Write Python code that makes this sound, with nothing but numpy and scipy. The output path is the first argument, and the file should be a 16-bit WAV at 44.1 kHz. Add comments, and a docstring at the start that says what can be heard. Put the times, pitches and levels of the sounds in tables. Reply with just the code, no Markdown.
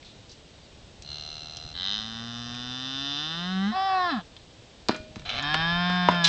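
"""Metal parts clink under a faint outdoor hiss and light wind; then cattle bawl as a cow enters a steel chute.
A long call climbs from a creaky growl to a moo, breaks into a high register and falls; a second moo follows.
Each voice is a harmonic series and puffs of breath noise filtered by throat resonances, with a nasal hum.
Chute blows are filtered snaps and noise bursts that excite the frame's decaying modes.
Hiss and wind are shaped noise, distant squeaks are gliding sines, and sparse echoes make the yard."""
import sys
import numpy as np
from scipy import signal
from scipy.fft import irfft
from scipy.io import wavfile
from scipy.ndimage import uniform_filter1d

SR = 44100
rng = np.random.default_rng(int(sys.argv[2]) if len(sys.argv) > 2 else 0)


def materialize(psi):
    """Save the field psi as 16-bit PCM at rate SR to the path in sys.argv[1].

    A 1-D psi becomes a single channel; in a 2-D psi each row is a channel.
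    """
    bounded = np.clip(np.atleast_2d(psi).T, -1, 1)
    quanta = np.round(bounded * 32767).astype(np.int16)
    wavfile.write(sys.argv[1], SR, quanta)


N = 276948
EDGE_HZ = 8600  # upper band limit of the sound
SIZE = 8192  # samples in a filter's spectrum
GRID = np.fft.rfftfreq(SIZE, 1 / SR)  # Hz
TIME = np.arange(N) / SR  # s

# outdoor hiss, relative spectral density: hz, level_db
AIR = [(25, -14.5), (70, -4), (150, -6.5), (230, -10.5), (620, -13.5), (1200, -23), (2200, -22.5),
       (3650, -18), (4900, -23), (8100, -30.5), (8800, -61.5)]
AIR_DB, CALM_DB = -51.5, -61.5  # mean levels of the hiss and of the wind between gusts
# gusts of wind on the microphone: centre_s, width_s, rise_db
GUSTS = [(1.7, 0.88, 7), (5.64, 0.48, 17)]
# decay of the yard's scattered sound: hz, t60_s
YARD_T60 = [(100, 0.72), (1000, 0.12), (4000, 0.42), (8000, 0.023)]
# thin distant squeaks, direct sound: start_s, length_s, pitch_hz, peak_db
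SQUEAKS = [(0.038, 0.051, 5600, -55), (0.6, 0.076, 4680, -60)]

# modes of the steel frame, relative levels: mode_hz, level_db, t60_s
STEEL = [(254, -2.5, 0.11), (396, 6.5, 0.02), (624, -22, 1.0), (1000, -5.5, 0.047), (1463, -7, .25),
         (1796, -6, 0.21), (2420, -18, 0.44), (3200, -16, 0.44), (3740, -24, .15), (4044, -11.5, 0.28),
         (4963, -10, .3)]
RING_DB, CONTACT_SKIRT_DB = -44, -9  # scale of the frame's ring; skirt beside a contact's spectral peak
# the cow bumps the chute: start_s, crack_db, crack_hz, crack_spread_octaves,
# thud_db, thud_hz, thud_delay_s, rattle_db (peak levels)
BLOWS = [(4.886, -7.5, 4150, 0.17, -6, 410, 0.0079, -26), (5.159, -24.5, 2630, 1.48, -29, 131, 0.0076, -43),
         (5.196, -28.5, 3000, 1.1, -42, 200, 0.0013, -47), (5.544, -7.5, 1700, 1.03, -19.5, 500, .009, -34),
         (5.899, -18, 980, 1.3, -31, 500, 0.0071, -27.5), (6.087, -3.5, 1040, 0.2, -10, 333, 0.00097, -23)]
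BODY_DB = -10.5  # the frame's broad knock, relative to each crack
REBOUND_S, REBOUND_GROWTH, REBOUND_LOSS_DB = .022, 2.7, -2  # first delay, delay ratio, level step
# clinks of latches and chains: start_s, peak_db, centre_hz, spread_octaves, t60_s
CLINKS = [(.027, -38.5, 2700, .69, 0.027), (.047, -40.5, 3800, 0.15, 0.42),
          (.295, -35.5, 5000, 0.25, 0.089), (.316, -33.5, 4800, 0.36, 0.12),
          (1.023, -23.5, 5040, 0.78, 0.019), (1.57, -21, 4700, 0.42, .012), (2.548, -26, 3000, 1.05, .012),
          (4.366, -31, 3330, 0.27, .03), (4.963, -30, 6400, 0.36, .03), (5.426, -26, 6660, 0.098, 0.019),
          (6.241, -13, 4770, 0.36, .09), (6.245, -5.5, 3530, 0.12, 0.13), (6.27, -11.5, 3600, 0.55, .09)]

# contours of the climbing moo and the high bawl, before each voice's own offsets:
# time_s, pitch_hz, tone_db (open mouth), rasp_db
MOO = [(1.74, 83.2, -49, -39), (1.854, 96.6, -44.5, -31.5), (1.944, 104.6, -44.5, -31),
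       (2.054, 110.6, -46, -40), (2.252, 116.4, -46, -43.5), (2.578, 121.3, -45.5, -41),
       (2.826, 129.4, -44.5, -37.5), (3.168, 144.7, -42, -33), (3.52, 187.5, -38, -39.5),
       (3.586, 189.6, -37, -42.5), (3.658, 199.2, -37.5, -42), (3.72, 223, -39.5, -42.5)]
BAWL = [(3.708, 361, -38.5, -44.5), (3.768, 381, -26.5, -39), (3.852, 388, -27.5, -37.5),
        (3.962, 374.4, -23.5, -39.5), (4.044, 357.5, -25, -37.5), (4.096, 338.2, -27, -37.5),
        (4.112, 309.3, -30, -34.5), (4.144, 254, -33, -40), (4.192, 190.2, -37.5, -48.5),
        (4.225, 185, -51, -51)]
# throat and nose resonances of each register, before stretching: centre_hz, half_width_hz, level_db
GROWL_THROAT = [(680, 135, -5.5), (1360, 250, -10.5), (2080, 69, -21), (2770, 51, -5.5), (3420, 510, -17.5),
                (4044, 185, -3), (5000, 160, -18), (5860, 440, -18)]
MOO_THROAT = [(757, 65, -11), (1130, 240, -10), (1522, 147, -6), (1911, 109, -8.5), (3064, 272, -5.5),
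              (3740, 225, 2.5), (4160, 94, -5.5), (5030, 280, -10), (5746, 720, -14.5), (400, 300, -21.5)]
BAWL_THROAT = [(752, 80, -2), (1060, 64, -0.5), (1336, 140, -8), (1740, 207, -10), (2603, 41, -22),
               (3420, 580, -15.5), (3980, 88, -15.5), (5060, 820, -25)]
CROAK_THROAT = [(663, 110, 6.5), (1370, 460, 0.5), (2363, 80, 0.5), (3000, 120, -6), (3400, 240, -10),
                (4000, 180, -5), (5260, 1600, -19.5)]
SECOND_THROAT = [(756, 70, 1), (1056, 140, 2), (1429, 54, 0.5), (1700, 95, 4.5), (2434, 87, -9),
                 (3182, 77, -3), (3680, 97, -2), (5200, 103, -9), (2800, 3500, -17)]
# catches of the throat in the croak, each a jump that dies away: time_s, jump_db
CATCHES = [(5.257, 4), (5.293, 14), (5.362, 4)]
CATCH_S = 0.019  # decay time of a catch
# hum of the two lowest harmonics through the nose, before each voice's offsets: hz, level_db
NOSE = [(95, -8), (120, 3), (150, -3), (180, 5.5), (205, 11), (280, 10), (360, -15.5), (450, -33)]
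HUM_TRADE = 0.63  # dB of hum lost for each dB that the rasp gains on the tone as the mouth opens
SNAP_HZ = 4900  # a sharper snap of the folds lifts the spectrum above this
GROUND_S, GROUND_DB = 0.002207, -20.5  # delay and level of the ground echo
SMEAR_S = .0014  # how much later EDGE_HZ leaves the long muzzle than the lowest frequencies


def gain_of(db):
    """Logarithmic level: decibels to amplitude ratio."""
    return 10 ** (np.asarray(db) / 20)


def evened(x):
    """Normalisation: scales a signal to rms 1."""
    return x / np.sqrt(np.mean(x ** 2) + 1e-20)


def steadied(x, size=1300):
    """Envelope flattening: division by the running rms holds it near 1."""
    power = uniform_filter1d(uniform_filter1d(x ** 2, size), size)
    return x / np.sqrt(abs(power) + 1e-14)


def read(points, hz):
    """Spectral interpolation: joins a table's points on a log-frequency axis."""
    f, value = np.transpose(points)
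    return np.interp(np.log(hz + 1), np.log(f + 1), value)


def follow(rows, t):
    """Contour interpolation: every column of a timed table at times t."""
    s, *columns = np.transpose(rows)
    return [np.interp(t, s, c) for c in columns]


def add(mix, s, sound):
    """Superposition: adds a sound to the mix from time s."""
    part = mix[round(s * SR):][:len(sound)]
    part += sound[:len(part)]


def cut(x, hz, kind, order=4):
    """Butterworth filtering: low-pass or high-pass."""
    return signal.sosfilt(signal.butter(order, hz, kind, fs=SR, output="sos"), x)


def drift(length, hz):
    """Random modulation: noise low-passed at hz, rms 1."""
    return evened(cut(rng.standard_normal(length + SIZE), hz, "low", order=2)[SIZE:])


def causal(gain):
    """Minimum phase: the response on GRID of a body with this gain that rings only after it is struck."""
    log_gain = np.log(np.maximum(gain, 1e-5))
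    both_sides = np.r_[log_gain, log_gain[-2:0:-1]]
    return np.exp(np.conj(signal.hilbert(both_sides)))[:len(GRID)]


def colour(x, response):
    """Convolution: passes x through a body with this response on GRID."""
    return signal.fftconvolve(x, irfft(response)[:SIZE // 2])[:len(x)]


def since(t, fade_s):
    """Exponential relaxation: falls from 1 at the start of a call."""
    return np.exp((t[0] - t) / fade_s)


def towards(t, swell_s):
    """Exponential growth: climbs to 1 at the end of a call."""
    return np.exp((t - t[-1]) / swell_s)


def yard(x):
    """Multiple scattering: rails, boards and ground return sparse echoes that die at frequency-dependent rates."""
    t = np.arange(SR // 2) / SR
    sparse = rng.random(len(t)) < 1500 / SR
    early = 1 + 7.0 * np.exp(-t / 0.0045)
    taps = rng.standard_normal(len(t)) * sparse * (t > .002) * early
    hz, s, z = signal.stft(taps, SR, nperseg=256)
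    decay = gain_of(-60 * s / read(YARD_T60, hz)[:, None])
    tail = signal.istft(z * decay, SR, nperseg=256)[1]
    return signal.fftconvolve(x, tail / np.linalg.norm(tail))[:len(x)]


def outdoors():
    """Broadband turbulence: a faintly wavering hiss, and lumpy low wind noise on the microphone."""
    air = evened(colour(rng.standard_normal(N), causal(gain_of(read(AIR, GRID)))))
    rumble = cut(rng.standard_normal(N), 100, "low", order=2)
    wind = evened(cut(rumble, 35, "high", order=2))
    wind_db = CALM_DB + sum(db * np.exp(-((TIME - s) / width) ** 2) for s, width, db in GUSTS)
    air_gain = gain_of(AIR_DB + 0.22 * drift(N, 16))
    wind_gain = gain_of(wind_db + 4.6 * drift(N, 21))
    return air_gain * air + wind_gain * wind


def squeaks():
    """Frequency modulation: short, slightly wavering whistles from far across the yard."""
    out = np.zeros(N)
    for s, length, hz, db in SQUEAKS:
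        swell = np.hanning(round(length * SR))
        turns = np.cumsum(hz * (1 + 0.0033 * drift(len(swell), 80))) / SR
        add(out, s, gain_of(db) * swell * np.sin(2 * np.pi * turns))
    return out + .5 * yard(out)


def hit(peak_db, hz, spread, t60, clatter):
    """Impact excitation: a snap and a decaying clatter, coloured by the part that is struck."""
    t, clatter = np.arange(SR // 4) / SR, np.clip(clatter, 0, 1)
    rattle = rng.standard_normal(len(t)) * gain_of(-60 * t / t60)
    force = (1 - clatter) * (t == 0) + clatter * rattle / np.linalg.norm(rattle)
    octaves = np.log2((GRID + 1) / hz)
    peak = np.exp(-.5 * (octaves / spread) ** 2)
    skirt = gain_of(CONTACT_SKIRT_DB) / (1 + octaves ** 4)
    blow = colour(force, causal(peak + skirt))
    return gain_of(peak_db) * blow / abs(blow).max()


def frame_ring():
    """Modal vibration: the steel frame's impulse response is a sum of decaying sines."""
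    t = np.arange(SR) / SR
    return sum(gain_of(db - 60 * t / t60) * np.sin(2 * np.pi * hz * t) for hz, db, t60 in STEEL)


def chute():
    """Impact and resonance: blows crack, thud and rattle, small parts clink, and the frame rings on."""
    out = np.zeros(N)
    for s, crack_db, hz, spread, thud_db, thud_hz, delay_s, rattle_db in BLOWS:
        add(out, s, hit(crack_db, hz, spread, t60=0.027, clatter=0.48))
        add(out, s, hit(crack_db + BODY_DB, hz=900, spread=1.35, t60=.04, clatter=.7))
        add(out, s + delay_s, hit(thud_db, thud_hz, spread=1.32, t60=.036, clatter=0.14))
        for k in range(2):  # loose panels rattle twice after a blow
            rebound_s = s + REBOUND_S * REBOUND_GROWTH ** k
            rebound_db = rattle_db + k * REBOUND_LOSS_DB
            add(out, rebound_s, hit(rebound_db, hz=1450, spread=1.22, t60=0.11, clatter=0.83))
    for s, db, hz, spread, t60 in CLINKS:
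        # parts that clatter longer have less snap
        add(out, s, hit(db, hz, spread, t60, clatter=0.51 + 3 * t60))
    out = out + gain_of(RING_DB) * signal.fftconvolve(out, frame_ring())[:N]
    return cut(out + gain_of(-13) * yard(out), 5960, "low", order=3)


def throat_response(throat):
    """Resonance and dispersion: summed throat peaks, with high frequencies leaving the muzzle later."""
    gain = sum(gain_of(db) / (1 + ((GRID - f) / width) ** 2) ** 1.454 for f, width, db in throat)
    # each snap spreads into a short chirp
    return causal(gain) * np.exp(-1j * np.pi * SMEAR_S * GRID ** 2 / EDGE_HZ)


def call(t, hz, throat, tone_db, rasp_db, hum_db, octave_db, rough, jitter, stretch, snap_db, top_hz,
         shimmer, rise_s, fall_s):
    """Source and filter: the folds snap and puff air each cycle into the throat; stretch scales the snaps' resonances."""
    rough = np.clip(rough, 0, 1)
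    hz = hz * np.exp(jitter * drift(len(t), 50.6))
    turns = np.cumsum(hz) / SR
    response = throat_response(throat)
    cycle, partial, folds, hum = np.exp(2j * np.pi * turns), 1, 0, 0
    for k in range(1, int(EDGE_HZ / hz.min())):
        partial = partial * cycle
        place = np.rint(k * hz / stretch / GRID[1]).astype(int)
        folds = folds + (partial * response[np.minimum(place, len(GRID) - 1)]).real
        if k <= 2:  # the two lowest harmonics hum through the nose
            nose_gain = gain_of(read(NOSE, k * hz) + (k - 1) * octave_db)
            hum = hum - np.sqrt(2) * partial.real * nose_gain

    puff_shape = .5 + np.exp(-(turns % 1) / 1.3)  # air flow within each cycle
    puffs = colour(puff_shape * rng.standard_normal(len(t)), response)
    clean = steadied(folds) * (1 + shimmer * drift(len(t), 61))
    voice = (1 - rough) * clean + rough * evened(puffs)
    voice = voice + gain_of(GROUND_DB) * np.interp(t - GROUND_S, t, voice)  # the bounce off the ground
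    treble = np.convolve(voice, signal.firwin(65, SNAP_HZ, pass_zero=False, fs=SR), "same")
    voice = voice + (gain_of(snap_db) - 1) * treble

    # the open-mouth tone and the rasp above it are levelled separately
    mouth = steadied(cut(cut(voice, 380, "high"), 2470, "low", order=6))
    buzz = steadied(cut(cut(voice, 2470, "high", order=6), top_hz, "low", order=14))
    hum_gain = gain_of(hum_db - HUM_TRADE * (rasp_db - tone_db))
    sound = gain_of(tone_db) * (mouth + hum_gain * hum) + gain_of(rasp_db) * buzz
    ramps = np.minimum((t - t[0]) / rise_s, (t[-1] - t) / fall_s)
    return t[0], sound * np.clip(ramps, 0, 1)


def growl(start_s=1.02, end_s=1.735, first_hz=71.9, settled_hz=78.6, settle_s=.27, tone_db=-54,
          first_rasp_db=-38, fade_db_per_s=-11):
    """Slow fold vibration: a creak that starts with a hum, settles in pitch and loses its rasp."""
    t = np.arange(start_s, end_s, 1 / SR)
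    fresh = since(t, settle_s)
    hz = settled_hz + (first_hz - settled_hz) * fresh
    rasp_db = first_rasp_db + fade_db_per_s * (t - start_s)
    return call(t, hz, GROWL_THROAT, tone_db, rasp_db,
                hum_db=-3 + 30 * fresh + 12 * towards(t, .07), octave_db=-2.5, rough=0.19, jitter=.009,
                stretch=1.003 + .04 * fresh, snap_db=1.5 - 8 * fresh,
                top_hz=6700, shimmer=.071, rise_s=0.1, fall_s=0.0084)


def moo(easy_hz=120, strained_hz=200, open_s=0.29, linger_s=.022):
    """Fold tension: after a rough, tight start the climbing voice gets cleaner and darker until it cracks."""
    t = np.arange(MOO[0][0], MOO[-1][0] + linger_s, 1 / SR)  # the low voice lingers under the break
    hz, tone_db, rasp_db = follow(MOO, t)
    strain = np.clip((hz - easy_hz) / (strained_hz - easy_hz), 0, 1)
    tight = since(t, open_s)
    unsteady = since(t, 0.044) + towards(t, .02)
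    return call(t, hz, MOO_THROAT, tone_db - 3.5 * unsteady, rasp_db + 2.3 * tight - 4 * unsteady,
                hum_db=.5, octave_db=-5, rough=.06 + .13 * (1 - strain) ** 3 + .1 * unsteady,
                jitter=.0012 + 0.022 * unsteady, stretch=0.961 + 0.093 * tight + 0.066 * strain ** 3,
                snap_db=8.5 - 28 * tight - 13.2 * strain ** 0.35,
                top_hz=7230, shimmer=.04, rise_s=.003, fall_s=0.037)


def bawl(held_hz=350, slack_hz=190):
    """Register break: the high voice is clean while the pitch holds and turns ragged as the folds go slack."""
    t = np.arange(BAWL[0][0], BAWL[-1][0], 1 / SR)
    hz, tone_db, rasp_db = follow(BAWL, t)
    slack = np.clip((held_hz - hz) / (held_hz - slack_hz), 0, 1)
    crack = since(t, 0.027)
    return call(t, hz, BAWL_THROAT, tone_db - 1, rasp_db - 0.9, hum_db=-11 + 2.5 * slack, octave_db=-10,
                rough=.12 + .07 * slack + .15 * crack, jitter=.003 + .06 * slack ** 8 + 0.0287 * crack,
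                stretch=1.01 - 0.054 * slack, snap_db=3 - 11 * slack,
                top_hz=5400, shimmer=0.025, rise_s=.014, fall_s=0.013)


def croak(start_s=5.25, end_s=5.42, first_hz=89.9, climb_hz_per_s=295, first_tone_db=-46, first_rasp_db=-43,
          swell_db_per_s=65):
    """Irregular fold vibration: the second call starts as a rattle that swells, speeds up and steadies."""
    t = np.arange(start_s, end_s, 1 / SR)
    age, loose = t - start_s, since(t, 0.18)
    catch_db = sum(db * (t > s) * np.exp(-abs(t - s) / CATCH_S) for s, db in CATCHES)
    swell_db = swell_db_per_s * age
    return call(t, first_hz + climb_hz_per_s * age, CROAK_THROAT,
                first_tone_db + swell_db + 0.34 * catch_db, first_rasp_db + swell_db + catch_db,
                hum_db=-11.5, octave_db=-7.5, rough=0.63 * loose, jitter=.19 * loose,
                stretch=1.03 - .11 * loose, snap_db=-5.0,
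                top_hz=6740, shimmer=0.15, rise_s=0.0032, fall_s=.024)


def second_moo(start_s=5.38, end_s=6.29, crest_s=5.96, crest_hz=179.6, sag_hz_per_s2=137):
    """Pitch arch: a parabola of fold rate, with the tone strongest at its crest and roughness easing."""
    t = np.arange(start_s, end_s, 1 / SR)
    sag_hz, croaky = sag_hz_per_s2 * (t - crest_s) ** 2, since(t, .1)
    sag = sag_hz / sag_hz.max()
    return call(t, crest_hz - sag_hz, SECOND_THROAT, tone_db=-30.0 - 5.1 * sag ** 2,
                rasp_db=-35 + 6.7 * since(t, 0.35) - 6.9 * sag ** 3,
                hum_db=-4.5, octave_db=-12, rough=0.11 + 0.26 * croaky, jitter=0.0019 + .1 * croaky ** 4,
                stretch=.98 + 0.041 * since(t, 0.29), snap_db=-1.5 - 6 * croaky,
                top_hz=5600, shimmer=.029, rise_s=0.059, fall_s=.0047)


def cattle():
    """Voice registers in succession: the long call, then the croak and second moo, with yard echoes."""
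    out = np.zeros(N)
    for voice in (growl, moo, bawl, croak, second_moo):
        add(out, *voice())
    return out + gain_of(-12) * cut(yard(out), 400, "high", order=2)


def scene():
    """Superposition: open air, squeaks, chute and cattle at one microphone."""
    return (outdoors() + squeaks() + chute() + cattle())[None]


def record(dry):
    """Band limitation: a linear-phase low-pass at EDGE_HZ."""
    low_pass = signal.firwin(255, EDGE_HZ, window=("kaiser", 9), fs=SR)
    return signal.oaconvolve(dry, low_pass[None], "same")


dry = scene()
out = record(dry)
materialize(out)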